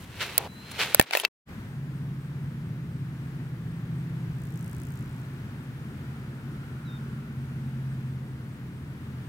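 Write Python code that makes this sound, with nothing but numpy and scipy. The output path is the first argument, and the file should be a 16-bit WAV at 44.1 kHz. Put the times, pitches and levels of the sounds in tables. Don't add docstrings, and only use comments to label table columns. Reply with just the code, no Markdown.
import sys
import numpy as np
from scipy.fft import rfft, irfft, next_fast_len
from scipy.io import wavfile
from scipy.ndimage import map_coordinates

SR = 44100
rng = np.random.default_rng(int(sys.argv[2]) if len(sys.argv) > 2 else 0)


def persist_wave(psi):
    counts = np.round(np.clip(psi, -1, 1) * 32767).astype(np.int16)
    wavfile.write(sys.argv[1], SR, np.atleast_2d(counts).T)


N = 409336
PAUSE_FROM_S, PAUSE_TO_S = 1.275, 1.493
PAN = np.array([[.5], [-.5]])


# landing in seconds, level in dB, press and lead-in times in seconds.
STEPS = [(0.204, -29.5, 0.025, 0.11), (0.791, -26, .042, 0.13)]

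def footfalls(lead_db=-14.5, lead_rise_db=11, grind_db=-6.5, fade_db_per_s=49.5, stance_s=.25):
    land, grind = np.zeros(N), np.zeros(N)
    for start, db, press_s, lead_s in STEPS:
        age = clock() - start
        land += amp(db) * burst(start, press_s, attack_s=0.024, release_s=0.018)
        shape_db = np.where(age < 0, lead_db + lead_rise_db * age / lead_s, grind_db - fade_db_per_s * age)
        grind += amp(db + shape_db) * during(0, start + stance_s, fade=0.013)
    return land, grind


# start and length in seconds, then crunch,
# scuff and grit levels in dB.
SCRAPES = [(0, 0.048, -54, -58, -55.5), (0.384, 0.09, -49.5, -40.5, -73), (0.714, 0.0051, -38, -49, -40.5),
           (1.061, 0.198, -47, -63, -67), (1.125, 0.053, -34, -38, -39), (1.178, 0.041, -43, -46, -39.5),
           (1.235, 0.017, -34, -33.5, -69)]
# frequency in Hz, relative level in dB.
CRUNCH = [(530, -33.5), (900, -5), (972, -9), (1490, -1.5), (1620, -3), (1770, -2), (2600, -0.5),
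          (4160, -5), (9000, -25.5), (11700, -52.5), (19800, -120)]
SCUFF = [(180, -30.5), (380, 1.5), (650, 0), (1100, -3), (1900, -30)]
GRIT = [(3500, -17.5), (6000, -2.5), (11000, -2.5), (16000, -7.5)]
# frequency in Hz, left-right likeness from 0 to 1.
SAND_LIKENESS = [(300, .85), (2000, 0.91), (5000, 0.2), (10000, 0)]

def sand(sift_db=-63):
    land, grind = footfalls()
    steps = np.hypot(land * amp([[0], [-15.5], [-12.5]]),
                     grind * amp([[0], [-8], [-10]]))
    scrapes = sum(amp(levels)[:, None] * burst(start, length, attack_s=0.0091, release_s=0.0036)
                  for start, length, *levels in SCRAPES)
    crunch, scuff, grit = np.hypot(steps, scrapes)
    grit = np.hypot(grit, amp(sift_db) * during(0, THUMP_AT_S))
    return (crunch * spread(grains(rate=3500, scatter_db=2, bed=0.69), CRUNCH, SAND_LIKENESS)
            + scuff * spread(grains(rate=1700, scatter_db=2, bed=.6), SCUFF, SAND_LIKENESS)
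            + grit * spread(grains(rate=2200, scatter_db=-0.5, bed=0.65), GRIT, SAND_LIKENESS))


# start in seconds, low knock, mid clack and high snap in dB,
# cavity pitch in Hz, cavity ring in dB.
CONTACTS = [(0.3794, -25, -17, -12.5, 2230, -27), (0.9463, -20.5, -14.5, -12.5, 1460, -23),
            (0.9966, -14.5, -7.5, -15, 1830, -7), (1.0125, -29.5, -23, -26, 1820, -27),
            (1.0242, -46, -42.5, -35, 2280, -42), (1.1092, -38.5, -24.5, -45, 2740, -34),
            (1.1344, -30.5, -18.5, -36, 2100, -20), (1.151, -27.5, -18.5, -32.5, 1810, -17.5),
            (1.1718, -28.5, -26, -30.5, 2600, -16.5), (1.1987, -43.5, -24.5, -33, 3100, -23.5),
            (1.2498, -27, -14.5, -33.5, 2650, -11)]
# pitch in Hz, gain in dB,
# seconds to fall 60 dB, left minus right in dB.
HOUSING_MODES = [(620, 3.5, .017, -8), (900, -4.5, 0.013, -13.5), (2390, -5.5, .018, 2.5),
                 (4575, 2.5, 0.0071, 2), (7750, -6.5, 0.0089, 2), (11470, 9, 0.01, -2.5),
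                 (16200, 4, 0.011, 0)]

def finger_taps(cavity_t60=.021, cavity_pan_db=11, crack_t60=0.011, crack_db=12, attack_s=0.00022):
    t = np.arange(SR // 10) / SR
    out = np.zeros((2, N))
    for start, knock_db, clack_db, snap_db, cavity_hz, cavity_db in CONTACTS:
        force = [(100, knock_db - 7), (550, knock_db + 2.5), (1150, knock_db + 7), (1800, clack_db),
                 (3500, clack_db), (7000, (clack_db + snap_db) / 2 - 4.5), (11000, snap_db)]
        crack = filtered(rng.standard_normal((2, len(t))), lambda hz: amp(along(force, hz)))
        hit = crack * amp(crack_db - 60 * t / crack_t60)
        for hz, db, t60, pan_db in HOUSING_MODES:
            phase = rng.uniform(0, 2 * np.pi, (2, 1))
            pitch = hz * (1 + 0.063 * rng.standard_normal())
            level_db = along(force, hz) + db + rng.normal(0, 3.7) + pan_db * PAN
            hit += amp(level_db - 60 * t / t60) * np.sin(2 * np.pi * pitch * t + phase)
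        ring = amp(cavity_db + cavity_pan_db * PAN - 60 * t / cavity_t60)
        hit += ring * np.sin(2 * np.pi * cavity_hz * t)
        out[:, round(start * SR):][:, :len(t)] += hit * (1 - np.exp(-t / attack_s))
    return out


THUMP_AT_S = 0.9966

def thump(push_s=0.00042, gain_db=-3, pan_db=-12):
    age = np.maximum(clock() - THUMP_AT_S, 0) / push_s
    push = age ** 2 * (3 - age) * np.exp(-age)
    return amp(gain_db + pan_db * PAN) * push


def exhaust(speed, orders, fading_db):
    cycles = np.cumsum(speed) / SR
    out = np.zeros(N)
    for order, db in orders:
        level = amp(db + fading_db * wobble(2.537))
        out += level * np.sqrt(2) * np.sin(2 * np.pi * (order * cycles + rng.random()))
    return out


# time in seconds, cycles per second of the first and second engine.
ENGINE_SPEEDS = [(1.5, 16.9, 15.05), (3.5, 17.08, 15.1), (5.4, 17.05, 15.16), (6.2, 16.8, 15.21),
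                 (7.5, 16.57, 15.25), (9.28, 16.19, 15.32)]
# time in seconds, gain in dB.
FIRST_FADER = [(1.58, -66), (1.63, -44), (1.98, -35), (3.78, -40.5), (3.93, -36.5), (5.71, -42),
               (7.97, -34), (8.45, -42.5)]
SECOND_FADER = [(1.5, -51.5), (2.5, -46.5), (4.2, -39.5), (5.1, -47), (5.7, -55), (9.28, -51.5)]
# exhaust order, relative dB before and after its shift.
FIRST_ORDERS = [(5, -19, -15.5), (8, 0, 0.5), (9, -5.5, -10), (11, -15, -31), (13, -23, -12),
                (14, -22, -11)]
# exhaust order, relative level in dB.
SECOND_ORDERS = [(8, 1), (11, 0), (17, -15), (22, -20)]

def engines(first_trim_db=-1, shift_at_s=5.54, shift_s=0.32):
    first_speed, second_speed = curves(ENGINE_SPEEDS)
    shift = .5 + .5 * np.tanh((clock() - shift_at_s) / shift_s)
    orders = [(order, before + (after - before) * shift) for order, before, after in FIRST_ORDERS]
    first = amp(curves(FIRST_FADER)[0] + first_trim_db) * exhaust(first_speed, orders, fading_db=1)
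    second = amp(curves(SECOND_FADER)[0]) * exhaust(second_speed, SECOND_ORDERS, fading_db=2.5)
    return from_left((first + second) * during(PAUSE_TO_S, N / SR))


# start in seconds, length in seconds, level in dB.
FLIGHTS = [(4.29, 0.87, -57), (5.065, .28, -65)]
# frequency in Hz, relative level in dB.
WINGS = [(2500, -32), (5500, -5), (7800, 1), (10500, -4.5), (15500, -3.5)]

def grasshopper(wingbeat_hz=57.7, click_s=0.00053, swish=0.033, scatter_db=1, pan_db=4):
    level = sum(amp(db) * np.sin(np.pi * np.clip((clock() - start) / length, 0, 1))
                for start, length, db in FLIGHTS)
    since_beat = clock() % (1 / wingbeat_hz)
    clicks = np.exp(-since_beat / click_s) * amp(scatter_db * wobble(wingbeat_hz))
    return level * spread((clicks + swish) * noise(), WINGS, likeness=[(8000, 0)]) * amp(pan_db * PAN)


# (time in seconds, pitch in Hz).
WHISTLES = [(-52, [(.49, 3960), (.62, 4080), (.77, 4210)]), (-54.5, [(6.86, 3950), (6.878, 3870),
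            (6.895, 3670), (6.97, 3640)])]

def bird(fade_s=0.015, waver_db=1, swell_db=4):
    out = np.zeros(N)
    for db, pitch in WHISTLES:
        start, end = pitch[0][0], pitch[-1][0]
        hz = curves(pitch)[0] * (1 + 0.0027 * wobble(120))
        level_db = db + swell_db * np.interp(clock(), [start, end], [-.5, .5]) + waver_db * wobble(50)
        out += amp(level_db) * during(start, end, fade_s) * np.sin(2 * np.pi * np.cumsum(hz) / SR)
    return out


# closest moment in seconds, level in dB.
PASSES = [(2.7, -68), (5.1, -62.5), (6.85, -56)]

def traffic(tyre_hz=1400, width_hz=260, half_power_s=.35):
    power = sum(amp(db) ** 2 / (1 + ((clock() - closest) / half_power_s) ** 2) for closest, db in PASSES)
    return np.sqrt(power) * amp(wobble(5.4)) * narrow(tyre_hz, width_hz)


# frequency in Hz, relative level in dB.
RUMBLE = [(20, -34), (40, -13.5), (60, -6.5), (85, -1), (125, 3), (165, -1), (230, -3.5), (300, -9.5),
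          (400, -15.5), (540, -25), (1500, -52)]
RUSH = [(300, -16.5), (500, -10.5), (700, -9.5), (950, -7.5), (1300, -7.5), (1650, -6.5), (2500, -13),
        (4000, -20), (6500, -26.5), (8300, -26), (11000, -29), (16000, -28.5)]
# time in seconds, gain in dB.
RUSH_FADER = [(1.6, -55), (1.88, -57.5), (6.84, -56), (8.81, -58), (9.28, -56)]
# frequency in Hz, left-right likeness from 0 to 1.
RUSH_LIKENESS = [(300, 0.93), (640, 0.6), (1410, 0.35), (3100, 0.25), (6820, 0.14), (15000, 0.1)]
# frequency in Hz, left minus right in dB.
RUSH_BALANCE = [(500, .5), (1300, 2.5), (2400, 3), (4400, 1), (15000, -2)]

def air(rumble_db=-40, rush_trim_db=4):
    walking = during(0, PAUSE_FROM_S)
    rumble_level = amp(rumble_db - 4.5 * walking + 0.57 * wobble(5.4))
    rush_level = amp(curves(RUSH_FADER)[0] + rush_trim_db - 2.5 * walking + 0.44 * wobble(5.1))
    rumble = spread(noise(), RUMBLE, likeness=[(100, 0.98), (250, 0.99), (600, 0.95)]) * amp(.6 * PAN)
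    rush = spread(noise(), RUSH, RUSH_LIKENESS)
    rush = filtered(rush, lambda hz: amp(along(RUSH_BALANCE, hz) * PAN))
    return from_left(rumble_level * rumble + rush_level * rush)


# start in seconds, pitch in Hz, chirps per second, level in dB.
INSECTS = [(0, 8410, 3.6, -78.5), (5.7, 9200, 3.1, -80)]

def insects():
    out = np.zeros((2, N))
    for start, hz, rate, db in INSECTS:
        pace = rate * (1 + .25 * wobble(4))
        chirps = np.sin(np.pi * np.cumsum(pace) / SR) ** 4
        level = amp(db + 1.3 * wobble(3)) * during(start, N / SR)
        out += level * unit(chirps * narrow(hz, width_hz=400))
    return out


def whine(tone_hz=10395, tone_db=-79.5, hiss_hz=14850, hiss_db=-77):
    tone = amp(tone_db + wobble(6)) * np.sin(2 * np.pi * tone_hz * clock())
    return tone + amp(hiss_db) * narrow(hiss_hz, width_hz=170)


def amp(db):
    return 10 ** (np.asarray(db) / 20)


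def unit(x):
    return x / np.sqrt(np.mean(x ** 2) + 1e-20)


def clock():
    return np.arange(N) / SR


def along(points, hz):
    freqs, values = np.transpose(points)
    return np.interp(np.log(hz + 1), np.log(freqs + 1), values)


def curves(rows):
    times, *columns = np.transpose(rows)
    return [np.interp(clock(), times, column) for column in columns]


def during(start, end, fade=0.01):
    return np.clip(np.minimum(clock() - start, end - clock()) / fade + 1, 0, 1)


def burst(start, length, attack_s, release_s):
    age = clock() - start
    return np.clip(age / attack_s + .5, 0, 1) * np.exp(-np.maximum(age - length, 0) / release_s)


def wobble(rate):
    return map_coordinates(rng.standard_normal(int(N * rate / SR) + 4), [clock() * rate])


def noise():
    return rng.standard_normal((2, N))


def grains(rate, scatter_db, bed):
    hits = (rng.random(N) < rate / SR) * amp(scatter_db * rng.standard_normal(N))
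    return unit(hits * noise()) + bed * noise()


def narrow(hz, width_hz):
    return unit(filtered(noise(), lambda f: np.exp(-2 * ((f - hz) / width_hz) ** 2)))


def filtered(x, response):
    size = x.shape[-1]
    padded = next_fast_len(size + 8192)
    return irfft(rfft(x, padded) * response(np.fft.rfftfreq(padded, 1 / SR)), padded)[..., :size]


def spread(pair, spectrum, likeness):
    def mid_side_gains(hz):
        angle = np.arccos(np.clip(along(likeness, hz), -1, 1)) / 2
        return amp(along(spectrum, hz)) * [np.cos(angle), np.sin(angle)]
    mid, side = filtered(pair, mid_side_gains)
    return unit(np.array([mid + side, mid - side]))


def from_left(x, lead_s=.00008):
    return filtered(x, lambda hz: np.exp(2j * np.pi * hz * lead_s * np.array([[1], [-1]])))


def scene():
    close = sand() + finger_taps() + thump()
    return close + engines() + air() + traffic() + bird() + grasshopper() + insects() + whine()


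# frequency in Hz, gain in dB.
LOW_CUT = [(100, -24.5), (200, -19.5), (380, -2), (700, -0.5)]

def record(dry, thin_from_s=1.05, top_hz=16000):
    thin = during(thin_from_s, PAUSE_FROM_S, fade=.035)
    sound = (1 - thin) * dry + thin * filtered(dry, lambda hz: amp(along(LOW_CUT, hz)))
    gate = during(0, PAUSE_FROM_S) + during(PAUSE_TO_S, N / SR, fade=0.04) ** 2
    capped = np.clip(sound * gate, -1, 1)
    return filtered(capped, lambda hz: np.clip((top_hz - hz) / 400 + .5, 0, 1))


dry = scene()
out = record(dry)
persist_wave(out)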